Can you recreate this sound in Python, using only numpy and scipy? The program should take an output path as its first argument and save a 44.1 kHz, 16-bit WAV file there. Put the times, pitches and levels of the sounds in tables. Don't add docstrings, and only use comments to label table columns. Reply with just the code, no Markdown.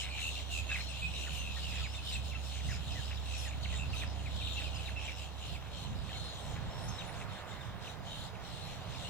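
import sys
import numpy as np
from scipy import signal
from scipy.fft import rfft, irfft, next_fast_len
from scipy.io import wavfile
from scipy.ndimage import uniform_filter1d

SR = 44100
rng = np.random.default_rng(int(sys.argv[2]) if len(sys.argv) > 2 else 0)


def how_loud(loudness_db):
    steps = np.asarray(loudness_db, float) / 20
    return 10 ** steps


def wrap_up_sound(samples):
    columns = np.atleast_2d(samples).T
    tamed = np.clip(columns, -1, 1)
    steps = np.round(tamed * 32767).astype(np.int16)
    wavfile.write(sys.argv[1], SR, steps)


N = 400869


def evened(x):
    return x / np.sqrt(np.mean(x ** 2) + 1e-20)


def read(points, hz):
    f, value = np.transpose(points)
    return np.interp(np.log(hz + 1), np.log(f + 1), value)


def curves(rows):
    s, *columns = np.transpose(rows)
    return [np.interp(np.arange(N) / SR, s, column) for column in columns]


def drift(size, span):
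    smooth = uniform_filter1d(uniform_filter1d(rng.standard_normal(size), span), span)
    return smooth * np.sqrt(1.68 * span)


def noise(shape, same, patchy_db):
    frames, hz = N // 256 + 5, np.fft.rfftfreq(1024, 1 / SR)
    a, b, c, d, patches = rng.standard_normal((frames, 513, 5)).T
    patches = uniform_filter1d(patches, size=12, axis=0)
    patches = evened(uniform_filter1d(patches, size=14, axis=1))
    same = np.clip(same, -1, 1)
    left = a + 1j * b
    right = same * left + np.sqrt(1 - same ** 2) * (c + 1j * d)
    z = np.array([left, right])
    z *= how_loud(read(shape, hz)[:, None] + patchy_db * patches)
    return evened(signal.istft(z, nperseg=1024, noverlap=768)[1][:, :N])


def notes(rows, buzz, rough, overtone_db, soft, wobble=.015, size=90, fade_db=0, sweep=0):
    out, chance = np.zeros((2, N)), rng.random((len(rows), 3))
    fading = 1 + rough * (drift(N, size) + 1j * drift(N, size))
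    warble = 1 + wobble * drift(N, span=400)
    for (s, length, first_hz, last_hz, db), (flutter, start, side) in zip(rows, chance):
        at = round((s - .003) * SR)
        t = np.arange(min(round((length + 0.0062) * SR), N - at)) / SR
        here = slice(at, at + len(t))
        beat = 2 * np.pi * ((81 + 4 * flutter) * t + .5 + .1 * start)
        hz = np.interp(t, [0, t[-1]], [first_hz, last_hz])
        hz *= 1 - sweep * np.sin(beat)
        turn = 2 * np.pi * np.cumsum(hz * warble[here]) / SR
        chop = (1 + buzz * np.cos(beat)) ** 2
        tone = (np.exp(1j * turn) + how_loud(overtone_db) * np.exp(2j * turn)) * fading[here]
        tone = tone.real * chop / np.sqrt((.5 + 2 * buzz ** 2) * (1 + 2 * rough ** 2))
        tone *= how_loud(db + fade_db * (t / t[-1] - .5))
        tone *= signal.windows.tukey(len(t), np.clip(soft, 0, 1))
        pan_db = 3 * (2 * side - 1) * np.array([[1], [-1]])
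        out[:, here] += tone * how_loud(pan_db)
    return out


def glides(rows, share):
    return [(s, length, hz, share * hz, db) for s, length, hz, db in rows]


def begging():
    # start_s, length_s, effort_db, low_throat_db, beak_hiss_db
    breaths = [(-0.1, 0.18, -49, 10, -2.5), (0.106, 0.35, -47.5, 1, -7), (0.479, 0.16, -50.5, 2, -3.5),
               (0.67, 0.22, -58, 10, 2), (0.92, 0.2, -52, 7, -9), (1.115, 0.19, -54.5, 14, -1),
               (1.267, 0.19, -51, 7, -5), (1.483, 0.4, -49.5, -1, -7), (1.922, 0.11, -58.5, -5, -1),
               (2.013, 0.2, -46, -11, -7), (2.23, 0.12, -54.5, -8, -1), (2.414, 0.21, -51.5, -13, -5.5),
               (2.62, 0.18, -54, -1, -1), (2.808, 0.33, -52, 0.5, -5), (3.22, 0.3, -51, 3.5, -5),
               (3.598, 0.11, -52, -13, -11), (3.67, 0.15, -51, 4, -11), (3.908, 0.17, -51.5, 6.5, -4),
               (4.12, 0.21, -64, -8, -2), (4.265, 0.47, -46.5, -7, -12), (4.68, 0.28, -53, 4, -6.5),
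               (4.97, 0.19, -53.5, 10, -5.5), (5.138, 0.17, -55.5, 8.5, -4),
               (5.36, 0.24, -51.5, 2, -6.5), (5.7, 0.2, -51, -2, -9.5), (6.0, 0.46, -53.5, -18, -7.5),
              (6.36, 0.24, -59, -13.5, -2), (6.74, 0.39, -59, -11, -4), (7.1, 0.17, -57.5, -1, -2.5),
              (7.27, 0.18, -54.5, 2, -10.5), (7.45, 0.16, -56, -1, -9), (7.58, 0.14, -66, -1.6, -1),
              (7.79, 0.18, -55.5, -2.5, -5.5), (8.02, 0.22, -52, -19, -10), (8.13, 0.19, -52, -19, -7.5),
              (8.4, 0.24, -54, -9, -8.5), (8.56, 0.24, -54.5, -2, -6.5), (8.85, 0.52, -52.5, -14, -7.5)]
    # start_s, effort_db
    murmur = [
        (0, -53.5),
        (1.4, -51),
        (2, -55),
        (3, -54.5),
        (5.5, -61),
        (7, -58.5),
        (7.7, -80),
        (9.1, -52.5),
    ]
    rise_share, fall_s = 0.35, 0.079
    murmur_bands_db = np.array([[0], [1.5], [-7.5]])
    power = how_loud(2 * curves(murmur)[0]) * how_loud(2 * murmur_bands_db)
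    for s, length, db, low_db, beak_db in breaths:
        at = np.arange(max(round(s * SR), 0), min(round((s + length) * SR), N))
        u = (at / SR - s) / length
        opening = np.minimum(u / rise_share, (1 - u) * length / fall_s)
        breath = np.sin(np.pi / 2 * np.clip(opening, 0, 1)) ** 2
        power[:, at] += breath * how_loud(2 * (db + np.array([[0], [low_db], [beak_db]])))
    effort_db, low_db, beak_db = 10 * np.log10(power)
    return effort_db, low_db - effort_db, beak_db - effort_db


def rasps():
    # pitch_hz, level_db (per Hz)
    low_shape = [(1500, -41), (2300, -7), (2700, 3), (3200, -1), (3700, -55)]
    mid_shape = [(2600, -27), (3100, 2), (3350, 2.5), (3650, 1.5), (3900, 1), (4170, 1), (4420, -2),
                 (4700, -62)]
    beak_shape = [(4000, -32), (4700, 0), (5300, 1), (6200, 0), (7300, 1), (8300, -1.5), (9200, -8),
                  (16000, -20)]
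    effort_db, low_db, hiss_db = begging()
    flutter_hz = 85 * (1 + 0.129 * drift(N, span=900))
    flutter = np.cos(2 * np.pi * np.cumsum(flutter_hz) / SR)
    low = noise(low_shape, same=0.59, patchy_db=2.5)
    low *= 1 + .3 * flutter
    throat = noise(mid_shape, same=0.41, patchy_db=1.5) + how_loud(low_db - 5.0) * low
    beak = how_loud(hiss_db + 1.5) * noise(beak_shape, same=0.2, patchy_db=3.5)
    return how_loud(effort_db) * (throat * (1 + .18 * flutter) + beak * (1 + .13 * flutter))


def buzzes():
    # start_s, length_s, first_pitch_hz, last_pitch_hz, level_db
    buzzy = [(0.09, 0.125, 2520, 2330, -48), (6.08, 0.13, 3150, 3150, -55), (6.3, 0.14, 3450, 3100, -55),
             (8.075, 0.11, 3850, 3600, -54), (0.131, 0.078, 3030, 2500, -51),
             (0.204, 0.112, 2800, 2620, -39.5), (0.489, 0.14, 2860, 2520, -42),
             (0.877, 0.044, 2820, 2590, -49), (1.14, 0.14, 3000, 2550, -51), (1.31, 0.26, 2960, 2480, -47),
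             (1.606, 0.125, 3050, 2520, -46), (6.17, 0.2, 3700, 3600, -59), (4.39, 0.19, 3750, 3640, -50),
             (2.04, 0.089, 3750, 3650, -52.5), (3.772, 0.084, 2700, 2700, -46),
             (5.4, 0.09, 2900, 2950, -53.5), (3.831, 0.045, 2660, 2700, -57),
             (5.014, 0.058, 2640, 2700, -51), (8.045, 0.14, 3120, 3080, -52), (8.13, 0.03, 2780, 2700, -55),
             (8.6, 0.085, 4300, 3950, -54), (3.26, 0.12, 2700, 2530, -58), (2.9, 0.045, 2700, 2620, -52),
             (9.038, 0.062, 2890, 2890, -52)]
    return notes(buzzy, buzz=.9, rough=.12, overtone_db=-34, soft=.6, size=60, sweep=.025)


def chirps():
    # start_s, length_s, first_pitch_hz, last_pitch_hz, level_db
    slides = [(0.742, 0.023, 2770, 1860, -38), (0.803, 0.016, 2600, 2250, -46),
              (1.268, 0.022, 2100, 1100, -53), (1.565, 0.025, 2000, 1800, -51.5),
              (1.772, 0.014, 2950, 2350, -44), (3.338, 0.018, 2750, 2430, -48),
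              (1.81, 0.025, 1300, 1280, -57), (1.86, 0.015, 2100, 1300, -55),
              (1.86, 0.083, 4780, 5400, -57), (1.937, 0.013, 3100, 2100, -50),
              (1.943, 0.041, 3840, 3400, -48), (2.709, 0.012, 1800, 2800, -52),
              (2.347, 0.005, 1700, 2600, -55), (2.686, 0.024, 2140, 1670, -49),
              (2.13, 0.015, 3100, 2300, -54), (2.128, 0.018, 3900, 3500, -46),
              (2.151, 0.018, 2750, 2480, -42), (3.342, 0.012, 4600, 4200, -54),
              (3.964, 0.012, 3900, 3500, -50), (2.952, 0.056, 2120, 1630, -52),
              (3.108, 0.007, 1250, 2900, -52), (3.51, 0.007, 2700, 1950, -52),
              (3.455, 0.035, 2000, 1600, -52), (3.63, 0.0187, 4750, 3500, -51),
              (3.649, 0.012, 3300, 1850, -44.5), (3.893, 0.032, 4050, 4700, -55),
              (3.947, 0.016, 5000, 4200, -55), (4.012, 0.036, 2810, 1400, -48),
              (4.257, 0.024, 2650, 1950, -48), (4.528, 0.036, 7400, 6560, -57),
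              (4.859, 0.017, 4150, 3300, -50), (4.878, 0.02, 2900, 1400, -48),
              (6.093, 0.008, 2150, 2950, -55), (6.13, 0.022, 3350, 2300, -54),
              (6.984, 0.022, 4000, 3500, -46.5), (7.008, 0.015, 3700, 2400, -49),
              (4.958, 0.045, 2770, 2520, -45), (7.845, 0.012, 2300, 3600, -56),
              (7.872, 0.0102, 3200, 2250, -50), (7.862, 0.01, 4200, 3500, -55)]
    # start_s, length_s, first_pitch_hz, level_db
    chips = [(0.03, 0.024, 4380, -48), (0.722, 0.025, 4000, -56), (1.837, 0.031, 2730, -45.5),
             (0.392, 0.011, 2700, -52), (0.362, 0.008, 2700, -50), (0.775, 0.017, 2600, -49),
             (2.1, 0.011, 3270, -63), (2.6, 0.01, 2550, -51), (2.323, 0.017, 2650, -53),
             (2.716, 0.016, 1810, -51), (2.725, 0.024, 2960, -49), (3.172, 0.014, 4090, -50),
             (3.53, 0.0089, 2850, -51), (3.702, 0.018, 2750, -55), (4.776, 0.012, 3800, -55),
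             (3.934, 0.0094, 3070, -43.5), (3.924, 0.012, 6500, -61), (4.471, 0.016, 3300, -47),
             (4.562, 0.026, 2600, -58), (4.642, 0.024, 3300, -47), (4.6, 0.012, 4050, -50),
             (4.595, 0.019, 2200, -56), (5.548, 0.021, 2840, -51), (5.86, 0.015, 3350, -50),
             (6.1, 0.02, 2150, -57), (7.625, 0.02, 3600, -57), (8.353, 0.0072, 2900, -55),
             (8.945, 0.0093, 2980, -52)]
    falling = np.vstack([slides, glides(chips, share=.72)])
    clear = notes(falling, buzz=0, rough=.15, overtone_db=-25, soft=.4, fade_db=-4)
    edge = notes(slides, buzz=0, rough=3, overtone_db=-25, soft=.3, size=18)
    return clear + how_loud(-10) * edge


def whistles():
    # start_s, length_s, pitch_hz, level_db
    held = [(0.352, 0.04, 2800, -45.5), (0.102, 0.014, 4400, -53), (0.128, 0.014, 4250, -54),
            (2.062, 0.04, 3100, -44.5), (0.689, 0.018, 2680, -40), (0.714, 0.022, 2670, -36.5),
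            (0.706, 0.025, 3800, -49), (0.7, 0.038, 1685, -48.5), (0.793, 0.028, 4230, -48),
            (0.865, 0.032, 4220, -50), (0.962, 0.032, 2800, -55), (1.019, 0.051, 2585, -37),
            (1.142, 0.027, 4150, -49), (1.158, 0.027, 3780, -47), (1.609, 0.054, 4720, -59),
            (1.682, 0.053, 5000, -60), (1.756, 0.11, 4850, -59), (1.975, 0.028, 2700, -50.5),
            (2.09, 0.025, 4870, -52), (2.316, 0.008, 2700, -45), (2.351, 0.013, 2720, -45.5),
            (2.354, 0.018, 1336, -55), (3.676, 0.016, 3720, -54), (3.752, 0.03, 3780, -48),
            (3.942, 0.015, 1305, -53), (4.004, 0.025, 3550, -47), (4.41, 0.008, 2730, -47.5),
            (4.42, 0.008, 2480, -49), (4.558, 0.014, 2750, -46), (4.574, 0.021, 2770, -40),
            (4.792, 0.012, 2630, -50), (4.665, 0.02, 2520, -49), (4.75, 0.026, 5100, -55),
            (5.079, 0.019, 2410, -43), (7.514, 0.01, 3720, -54), (7.611, 0.01, 3720, -52.5),
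            (7.897, 0.0073, 3950, -53), (8.215, 0.012, 3800, -53), (9.04, 0.045, 2890, -51),
            (6.152, 0.014, 2290, -52.5), (1.753, 0.012, 2680, -45), (2.88, 0.012, 3680, -51),
            (3.728, 0.022, 1950, -53)]
    return notes(glides(held, share=.97), buzz=.05, rough=.15, overtone_db=-30, soft=.5)


def squawks():
    # start_s, length_s, first_pitch_hz, last_pitch_hz, level_db
    hoarse = [(0.004, 0.11, 2600, 2450, -48), (0.17, 0.06, 2500, 2850, -46), (1.71, 0.08, 2850, 2650, -49),
              (0.69, 0.05, 2150, 2080, -48), (0.75, 0.052, 2500, 2050, -55), (1.26, 0.035, 2100, 1600, -56),
              (1.56, 0.04, 1900, 1850, -56), (1.775, 0.043, 1900, 1640, -54), (2.1, 0.045, 3000, 2760, -51),
              (6.55, 0.04, 2200, 1800, -53), (2.32, 0.058, 2350, 2260, -60),
              (2.505, 0.087, 2950, 2820, -52), (2.68, 0.11, 2100, 2375, -56),
              (3.104, 0.032, 2550, 2480, -48.5), (3.72, 0.04, 2000, 1860, -55),
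              (3.955, 0.07, 3800, 3230, -50), (4.595, 0.04, 2650, 2550, -49.5),
              (5.01, 0.13, 2800, 2490, -51), (7.08, 0.025, 2300, 2100, -54), (7.2, 0.028, 2700, 2300, -51),
              (8.66, 0.1, 2900, 2880, -59), (2.7, 0.08, 5100, 4900, -56), (2.91, 0.045, 5300, 4700, -55),
              (3.11, 0.07, 5100, 5000, -58), (3.37, 0.11, 5300, 5200, -57), (4.05, 0.1, 5000, 4900, -58),
              (0.19, 0.12, 7300, 7200, -54), (0.5, 0.12, 7300, 7100, -53), (3.7, 0.14, 7500, 7300, -56),
              (0.7, 0.035, 3900, 3900, -54), (0.77, 0.05, 1900, 1800, -53), (3.63, 0.035, 4300, 2800, -54),
              (4.01, 0.04, 2600, 1600, -54), (5.6, 0.1, 2600, 2500, -59), (5.94, 0.1, 4200, 4100, -58)]
    return notes(hoarse, buzz=.3, rough=3, overtone_db=-25, soft=.5, size=22)


def spits():
    # start_s, length_s, level_db
    bursts = [(0.19, 0.12, -56), (0.495, 0.12, -58), (0.95, 0.077, -65), (1.18, 0.08, -65),
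              (1.32, 0.08, -57), (1.65, 0.12, -64), (2.06, 0.1, -63), (2.28, 0.06, -69), (2.68, 0.08, -71),
              (3.368, 0.12, -55), (3.61, 0.05, -67), (3.69, 0.13, -73), (3.933, 0.12, -60),
              (4.4, 0.25, -69), (4.78, 0.14, -64), (5.2, 0.063, -73), (5.45, 0.14, -67), (5.77, 0.09, -67),
              (6.8, 0.13, -66), (7.85, 0.089, -67), (8.095, 0.18, -64), (8.45, 0.28, -73)]
    # pitch_hz, level_db (per Hz)
    air_shape = [(4300, -40), (5200, -9), (7500, -1), (9000, -2), (13000, -5.5), (16000, -28)]
    edge_s = 0.017
    t, gate = np.arange(N) / SR, np.zeros(N)
    for s, length, db in bursts:
        gate += how_loud(db) * np.clip(np.minimum(t - s, s + length - t) / edge_s, 0, 1)
    return gate * noise(air_shape, same=0.27, patchy_db=5.0)


def chatter(count=260):
    s, length, pitch, fall, strength = rng.random((count, 5)).T
    s = .01 + s * (N / SR - .06)
    first_hz = 3100 * 2.9 ** (pitch ** 1.6)
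    last_hz = first_hz * (.92 - .25 * fall)
    effort_db = begging()[0][(s * SR).astype(int)]
    db = effort_db - 6 - 7 * strength - 8 * np.log2(first_hz / 2600)
    rows = np.transpose([s, .012 + .025 * length, first_hz, last_hz, db])
    return notes(rows, buzz=0, rough=.15, overtone_db=-25, soft=.4, fade_db=-4)


def peeps():
    # start_s, length_s, pitch_hz, level_db
    thin = [(0.65, 0.11, 6580, -59), (0.707, 0.044, 7460, -54), (0.781, 0.02, 8670, -55),
            (0.884, 0.035, 8100, -58), (1.734, 0.041, 7200, -56), (6.09, 0.29, 4170, -53),
            (1.943, 0.036, 7400, -58), (2.123, 0.028, 7660, -48), (3.477, 0.018, 6770, -54),
            (3.747, 0.049, 7660, -57), (3.976, 0.032, 6290, -57), (4.745, 0.021, 6680, -56),
            (5.04, 0.036, 7440, -59), (5.751, 0.087, 6080, -64), (6.168, 0.036, 9680, -63),
            (6.169, 0.046, 6300, -62), (6.269, 0.1074, 6750, -63.5), (6.377, 0.048, 9170, -69),
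            (6.674, 0.22, 5380, -62), (6.824, 0.035, 9930, -57), (6.825, 0.18, 5400, -58.5),
            (6.88, 0.036, 6370, -54), (6.978, 0.046, 6070, -63), (7.06, 0.053, 9430, -55)]
    return notes(glides(thin, share=.995), buzz=0, rough=.7, overtone_db=-40, soft=.6, wobble=.007)


def woods(x, t60=0.23):
    taps = np.zeros((2, SR // 2))
    at = np.arange(300, SR // 2 - 20, 20) + rng.integers(0, 20, (2, (SR // 2 - 301) // 20))
    np.put_along_axis(taps, at, rng.choice([-1., 1.], at.shape), 1)
    taps *= how_loud(-60 * np.arange(SR // 2) / SR / t60)
    taps /= np.linalg.norm(taps[0])
    return signal.fftconvolve(x.mean(0)[None], taps, axes=1)[:, :N]


def machine():
    # start_s, hum_db, second_shaft_db
    levels = [
        (0.0, -43.5, -58.5),
        (0.86, -41.5, -54),
        (0.98, -42, -60.5),
        (4.44, -39.5, -48.5),
        (5.25, -45.5, -55),
        (6.8, -54, -57),
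        (6.9, -67, -62),
    ]
    hum_hz, shaft_hz = 67.43, 97.85
    out, t = np.zeros((2, N)), np.arange(N) / SR
    fade = np.clip((7.1 - t) / 0.79, 0, 1)
    hum_db, shaft_db = curves(levels)
    lines = ((hum_hz, hum_db), (shaft_hz, shaft_db),
             (4 * hum_hz, hum_db - 26.5), (3 * shaft_hz, shaft_db - 16.5))
    for hz, db in lines:
        turn = 2 * np.pi * np.cumsum(hz + .3 * drift(N, span=12000)) / SR
        level = np.sqrt(2) * how_loud(db + 0.95 * drift(N, span=3000))
        out += level * np.sin(turn + np.array([[-.6], [.6]]))
    return out * fade


def outdoors():
    # start_s, gusts_db, traffic_db
    levels = [(0.0, -60.5, -55), (2.2, -53.5, -55), (2.53, -59.5, -56), (2.68, -49.5, -54),
              (3.37, -58, -54), (3.75, -51, -52.5), (5.44, -59, -54), (5.9, -49, -53), (6.4, -56, -51.5),
              (6.5, -47, -50), (6.94, -52, -49), (7.69, -54.5, -52), (9.09, -53, -50.5)]
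    # pitch_hz, level_db (per Hz)
    gust_shape = [(20, -33), (45, -8), (90, 7.5), (160, 1), (260, -13.5), (420, -29.5), (2000, -83)]
    road_shape = [(150, -5.5), (330, -4), (700, 3), (1300, -4.5), (2200, -9), (4000, -20.5), (7000, -50),
                  (14000, -80)]
    car_shape = [(500, -30), (1000, 4), (1500, 2), (2300, -5), (3500, -28)]
    leaf_shape = [(1500, -27), (3000, 5), (8500, -11), (16000, -15.5)]
    pass_s, span_s, pass_db, leaf_db = 7.45, 0.35, -53.5, -61
    gust_db, road_db = curves(levels)
    gust_db = gust_db + 8.5 + 0.5 * drift(N, span=3000)
    gusts = how_loud(gust_db) * noise(gust_shape, same=0.009, patchy_db=1.5)
    road = how_loud(road_db + 0.5) * noise(road_shape, same=0.71, patchy_db=0.88)
    near_db = pass_db - 10 * np.log10(1 + ((np.arange(N) / SR - pass_s) / span_s) ** 4)
    road += how_loud(near_db) * noise(car_shape, same=0.8, patchy_db=2.0)
    leaves = how_loud(leaf_db) * noise(leaf_shape, same=.55, patchy_db=2.5)
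    return gusts + road + leaves


def scene():
    calls = buzzes() + chirps() + whistles() + squawks() + chatter() + peeps()
    calls += how_loud(-8) * woods(calls)
    return calls + rasps() + spits() + machine() + outdoors()


def roll_off(x):
    return signal.sosfilt(signal.butter(12, 15800, fs=SR, output="sos"), x)


def record(dry):
    # pitch_hz, left_minus_right_db
    balance = [(60, -5.5), (700, -7.5), (2400, -1), (4400, 5.5), (8100, 5), (15000, 1)]
    # pitch_hz, left_lead_radians
    phase = [(0, 0), (2600, .7), (3450, 3.1), (3700, 7.2), (4480, 9.6), (5200, 12.6), (6900, 25.2),
             (7600, 27.3), (15500, 31)]
    size = next_fast_len(N + 2048)
    hz = np.fft.rfftfreq(size, 1 / SR)
    lead = np.interp(hz, *np.transpose(phase))
    half = how_loud(read(balance, hz) / 2) * np.exp(.5j * lead)
    ports = irfft(rfft(dry, size) * np.array([half, 1 / half]), size)[:, :N]
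    return roll_off(ports)


dry = scene()
out = record(dry)
wrap_up_sound(out)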